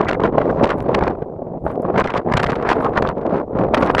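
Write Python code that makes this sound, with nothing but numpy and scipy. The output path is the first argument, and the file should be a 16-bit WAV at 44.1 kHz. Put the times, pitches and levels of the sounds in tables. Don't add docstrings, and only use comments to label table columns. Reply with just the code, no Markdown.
import sys
import numpy as np
from scipy import signal
from scipy.fft import rfft, irfft, next_fast_len
from scipy.io import wavfile
from scipy.ndimage import map_coordinates

SR = 44100
rng = np.random.default_rng(int(sys.argv[2]) if len(sys.argv) > 2 else 0)


def bounce(signal):
    frames = np.transpose(np.atleast_2d(signal))
    limited = np.clip(frames, -1, 1)
    pcm = np.round(limited * 32767).astype(np.int16)
    wavfile.write(sys.argv[1], SR, pcm)


N = 176400

FLUTTER_HZ, SWAY_HZ = 190, 45
# frequency in Hz, gain in dB.
CRACKLE_EQ = [(200, -7.5), (1400, 5), (2500, 0.5), (5000, -16), (8000, -27.5), (15000, -59.5)]


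def amp(db):
    return 10 ** (np.asarray(db) / 20)


def unit(x):
    return x / np.sqrt(np.mean(x ** 2) + 1e-20)


def wobble(rate):
    knots = 2 * np.tanh(rng.standard_normal(int(N * rate / SR) + 4) / 2)
    return unit(map_coordinates(knots, [np.arange(N) * rate / SR]))


def coloured(x, eq):
    size = 2 * next_fast_len(N // 2 + SR // 4)
    hz, db = np.transpose(eq)
    gain = amp(np.interp(np.log(np.fft.rfftfreq(size, 1 / SR) + 1), np.log(hz + 1), db))
    cepstrum = irfft(np.log(gain))
    cepstrum[1:size // 2] *= 2
    cepstrum[size // 2 + 1:] = 0
    return unit(irfft(rfft(x, size) * np.exp(rfft(cepstrum)))[:N])


def noise(eq):
    return coloured(rng.standard_normal(N), eq)


def swells(rows, order):
    t, out = np.arange(N) / SR, np.zeros(N)
    for s, half, height in rows:
        near = slice(*np.searchsorted(t, [s - np.pi * half, s + np.pi * half]))
        out[near] += height * np.exp(-np.abs((t[near] - s) / half) ** order / 2)
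    return out


def buffeting(roar_db, rasp_db):
    # frequency in Hz, gain in dB.
    roar_eq = [(20, -22.5), (80, -12), (170, -3), (480, -0.5), (720, -5.5), (950, -17.5), (1300, -41.5),
               (4000, -68), (9000, -101.5)]
    upper_eq = [(300, -21.5), (650, -1), (850, 2), (1100, 1), (1500, -17.5), (2500, -58.5), (9000, -100)]
    rasp_eq = [(100, -9.5), (500, -3), (950, -1), (1400, -2), (2000, -11.5), (3000, -26), (5000, -39.5),
               (8000, -63.5), (15000, -91.5)]
    flutter, sway = wobble(FLUTTER_HZ), wobble(SWAY_HZ)
    shake = amp(3.5 * flutter)
    roar = amp(roar_db + 1) * unit(shake * noise(roar_eq))
    between_db = roar_db + 0.47 * (rasp_db - roar_db)
    upper = amp(between_db - 2.5) * unit(shake * noise(upper_eq))
    rasp = amp(rasp_db + 3.5) * unit(amp(5.5 * flutter + 3.5 * sway) * noise(rasp_eq))
    return roar + upper + rasp


def rumble(sway_db=5):
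    # time in seconds, level in dB.
    fader = [(0.0, -34), (0.12, -23.5), (0.13, -33.5), (1.059, -30.5), (1.31, -47.5), (1.69, -29.5),
             (1.77, -48), (1.98, -31), (2.12, -29), (2.17, -19), (2.24, -59), (2.35, -19), (2.58, -36),
             (3.06, -24.5), (3.43, -39), (4.0, -24.5)]
    # frequency in Hz, gain in dB.
    eq = [(15, -15), (50, -5), (100, -6.5), (170, -4.5), (300, -27.5), (1500, -110)]
    level_db = np.interp(np.arange(N) / SR, *np.transpose(fader))
    return amp(level_db) * unit(amp(sway_db * wobble(SWAY_HZ)) * noise(eq))


def crackle(rasp_db, per_second=110, half_width_s=.0003, spread_db=10):
    draws = rng.random((int(per_second * N / SR), 2))
    grains = [(when * N / SR, half_width_s, amp(spread_db * size ** 2)) for when, size in draws]
    bursts = swells(grains, order=2) * rng.standard_normal(N)
    level_db = -52 + 1.19 * (rasp_db + 35)
    return amp(level_db) * coloured(bursts, CRACKLE_EQ)


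def hiss(floor_db=-79, grain_db=7.5, grain_hz=260):
    # middle in seconds, length in seconds, level in dB.
    air_cues = [(.5, .25, -62)]
    sizzle_cues = [(0.803, 0.056, -64.5), (1.695, .1, -68), (1.822, .003, -51.5), (2.47, 0.17, -67),
                   (2.79, 0.22, -68.5), (3.88, 0.19, -62.5)]
    # frequency in Hz, gain in dB.
    floor_eq = [(2000, 3), (5000, -2), (11500, -9), (15500, -20)]
    air_eq = [(1000, 0), (3500, 0), (6500, -9), (10000, -26)]
    sizzle_eq = [(2000, -26), (6000, -5), (8000, 0), (11500, 2), (13000, -8), (15500, -20)]
    airy = swells([(s, length / 2, amp(db)) for s, length, db in air_cues], order=6)
    drifts = swells([(s, length / 2, amp(db)) for s, length, db in sizzle_cues], order=6)
    sizzle = unit(amp(grain_db * wobble(grain_hz)) * noise(sizzle_eq))
    return amp(floor_db) * noise(floor_eq) + airy * noise(air_eq) + drifts * sizzle


def punches(rise_s=.001, fall_s=.004, centre_hz=484):
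    # start in seconds, relative level in dB.
    cues = [(.006, -8), (0.197, -9.5), (0.237, -6), (0.38, -3.5), (0.630, -12.5), (0.642, -11.5),
            (0.892, -14), (0.978, -13.5), (1.024, -12), (1.078, -11), (1.664, -9.5), (1.850, -14.5),
            (1.885, -14.5), (2.056, -14.5), (2.137, -22), (2.429, -14.5), (2.847, -22), (3.023, -12),
            (3.635, -11), (3.737, -7)]
    # frequency in Hz, gain in dB.
    eq = [(40, -3.5), (200, 6.5), (500, -6.5), (900, 6), (2200, -28.5), (15000, -92.5)]
    t, out, rough = np.arange(N) / SR, np.zeros(N), noise(eq)
    pitches = centre_hz * np.exp(0.2 * rng.standard_normal(len(cues)))
    for (s, db), hz in zip(cues, pitches):
        near = (t > s) & (t < s + 10 * fall_s)
        age = t[near] - s
        swing = np.sin(2 * np.pi * hz * age) + 0.66 * rough[near]
        envelope = (1 - np.exp(-(age / rise_s) ** 2)) * np.exp(-age / fall_s)
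        out[near] += amp(db + 5.5) * envelope * swing
    return out


def snaps():
    # start in seconds, peak in dB.
    cues = [(0.014, -12.5), (0.204, -22), (.656, -12), (0.677, -19), (.693, -12), (.805, -19), (.890, -24),
            (.991, -15), (1.703, -32), (1.757, -32.5), (2.52, -13), (2.626, -21), (2.847, -14.5),
            (3.183, -31), (3.215, -31.5), (3.266, -21.5), (3.297, -30.5), (3.339, -29), (3.367, -26),
            (3.4, -31), (3.589, -21), (3.639, -24)]
    snap = coloured(signal.unit_impulse(N), CRACKLE_EQ)
    s, db = np.transpose(cues)
    hits = np.bincount(np.round(s * SR).astype(int), amp(db), N)
    return signal.fftconvolve(hits, snap / np.abs(snap).max())[:N]


def puffs():
    # middle in seconds, half width in seconds, pitch in Hz, level in dB.
    cues = [(.074, 0.0038, 1760, -28), (0.151, 0.0031, 1670, -26.5), (2.858, 0.014, 1000, -16),
            (2.973, 0.0054, 1520, -26)]
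    out = np.zeros(N)
    for s, half, hz, db in cues:
        band = signal.butter(4, hz * np.exp([-0.24, 0.24]), "bandpass", fs=SR, output="sos")
        hollow = unit(signal.sosfilt(band, rng.standard_normal(N)))
        out += swells([(s, half, amp(db))], order=2) * hollow
    return out


def blasts(tail_s=.0008, tear_hz=600):
    # middle in seconds, rough length in seconds, relative level in dB.
    cues = [(0.088, 0.012, -23.5), (0.0916, 0.0015, -15.5), (0.097, 0.0018, -19.5), (0.1134, 0.0023, -21.5),
            (0.132, 0.0035, -25.5), (0.146, 0.0013, -28), (0.2376, 0.0018, -17.5), (0.383, 0.005, -28.5),
            (0.637, 0.0014, -24.5), (0.643, 0.008, -23.5), (0.672, 0.0053, -30.5), (0.705, 0.0059, -19),
            (0.949, 0.007, -15), (1.038, 0.0056, -26.5), (1.08, 0.0045, -24), (1.982, 0.011, -24),
            (2.001, 0.0017, -20), (2.017, 0.0013, -24.5), (2.043, 0.0056, -29), (2.062, 0.0011, -23),
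            (2.075, 0.0055, -24.5), (2.104, 0.0068, -26), (2.14, 0.0032, -28.5), (2.174, 0.015, -24.5),
            (2.324, 0.0048, -23.5), (2.339, 0.0037, -16.5), (2.375, 0.013, -19), (2.4, 0.0096, -21),
            (2.433, 0.0081, -22), (2.444, 0.0066, -20), (2.468, 0.0066, -24), (2.503, 0.011, -25),
            (2.559, 0.0069, -29.5), (2.691, 0.0029, -15), (2.709, 0.031, -24), (2.731, 0.0043, -23.5),
            (2.976, 0.0056, -20.5), (3.025, 0.0056, -21), (3.075, 0.00079, -19.5), (3.09, 0.0014, -17),
            (3.747, 0.014, -20), (3.778, 0.011, -26), (3.83, 0.012, -24), (3.951, 0.0054, -19),
            (3.984, 0.0079, -20.5), (3.996, 0.0098, -16)]
    # frequency in Hz, gain in dB.
    body_eq = [(30, -4), (300, -3), (1100, 0), (2000, -4), (3000, -12), (5000, -24), (8000, -39),
               (15000, -68)]
    spit_eq = [(800, -20), (2500, -2), (4500, 0), (8000, -9), (11000, -19), (15500, -35)]
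    early = [(s - tail_s, length, db) for s, length, db in cues]
    body = swells([(s, 0.47 * length, amp(db + 5.5)) for s, length, db in early], order=4)
    spit = swells([(s, 0.25 * length, amp(2.7 * (db + 22) - 37.5)) for s, length, db in early], order=4)
    decay = np.exp(-1 / (tail_s * SR))
    body, spit = signal.lfilter([1 - decay], [1, -decay], [body, spit])
    tear = wobble(tear_hz)
    return body * unit(amp(2.5 * tear)) * noise(body_eq) + spit * unit(amp(10 * tear)) * noise(spit_eq)


def choking():
    # middle in seconds, length in seconds, depth in dB.
    cues = [(0.119, 0.01, 12), (2.031, 0.011, 20.5), (2.072, 0.0073, 15), (2.077, 0.01, 8),
            (2.129, 0.016, 6), (2.332, 0.0055, 28), (2.39, 0.0032, 37), (2.448, 0.0083, 21),
            (3.971, 0.019, 2.5)]
    return amp(-swells([(s, length / 2, depth) for s, length, depth in cues], order=4))


def scene():
    # time in seconds, relative roar level in dB, relative rasp level in dB.
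    gusts = [(0.0, -20.5, -30), (0.15, -22.5, -30), (0.18, -23, -51.5), (0.256, -20, -21.5),
             (0.312, -21, -53.5), (0.389, -20, -29.5), (0.476, -18.5, -41), (0.507, -11.5, -24),
             (0.531, -20.5, -42.5), (0.642, -14, -31.5), (0.72, -25, -24), (0.759, -21.5, -40),
             (0.871, -22.5, -42.5), (0.94, -16.5, -31.5), (1.086, -21, -32.5), (1.182, -29.5, -59),
             (1.23, -24, -44.5), (1.267, -31, -65.5), (1.572, -26, -59.5), (1.602, -37.5, -94.5),
             (1.673, -21, -33.5), (1.71, -27, -38), (1.78, -21.5, -60), (1.835, -25.5, -53.5),
             (1.918, -19.5, -42), (2.006, -15, -16.5), (2.109, -31, -36.5), (2.162, -14.5, -20),
             (2.188, -21, -29), (2.233, -37, -60), (2.27, -16.5, -51), (2.323, -24, -26.5),
             (2.498, -21.5, -29), (2.589, -23, -35.5), (2.71, -25, -23.5), (2.772, -19, -37),
             (2.864, -20.5, -24.5), (2.918, -20.5, -45.5), (2.976, -20.5, -21.5), (3.007, -20, -42),
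             (3.101, -19, -25.5), (3.14, -25, -52.5), (3.295, -20, -36), (3.406, -19, -30.5),
             (3.456, -33.5, -73.5), (3.591, -16.5, -29), (3.71, -21, -45), (3.74, -20, -36.5),
             (3.82, -17, -23), (3.885, -15, -17.5), (3.919, -18.5, -29.5), (4.0, -27, -37)]
    s, roar, rasp = np.transpose(gusts)
    roar_db, rasp_db = (np.interp(np.arange(N) / SR, s, level) for level in (roar, rasp))
    bed = buffeting(roar_db, rasp_db) + rumble() + crackle(rasp_db)
    hits = blasts() + punches() + puffs() + snaps()
    return (choking() * bed + hits + hiss())[None]


def record(dry, ceiling=.95, top_hz=15800):
    rounded = dry / (1 + (dry / ceiling) ** 4) ** (1 / 4)
    size = next_fast_len(N + SR // 2)
    passband = np.fft.rfftfreq(size, 1 / SR) < top_hz
    return irfft(rfft(rounded, size) * passband, size)[..., :N]


dry = scene()
out = record(dry)
bounce(out)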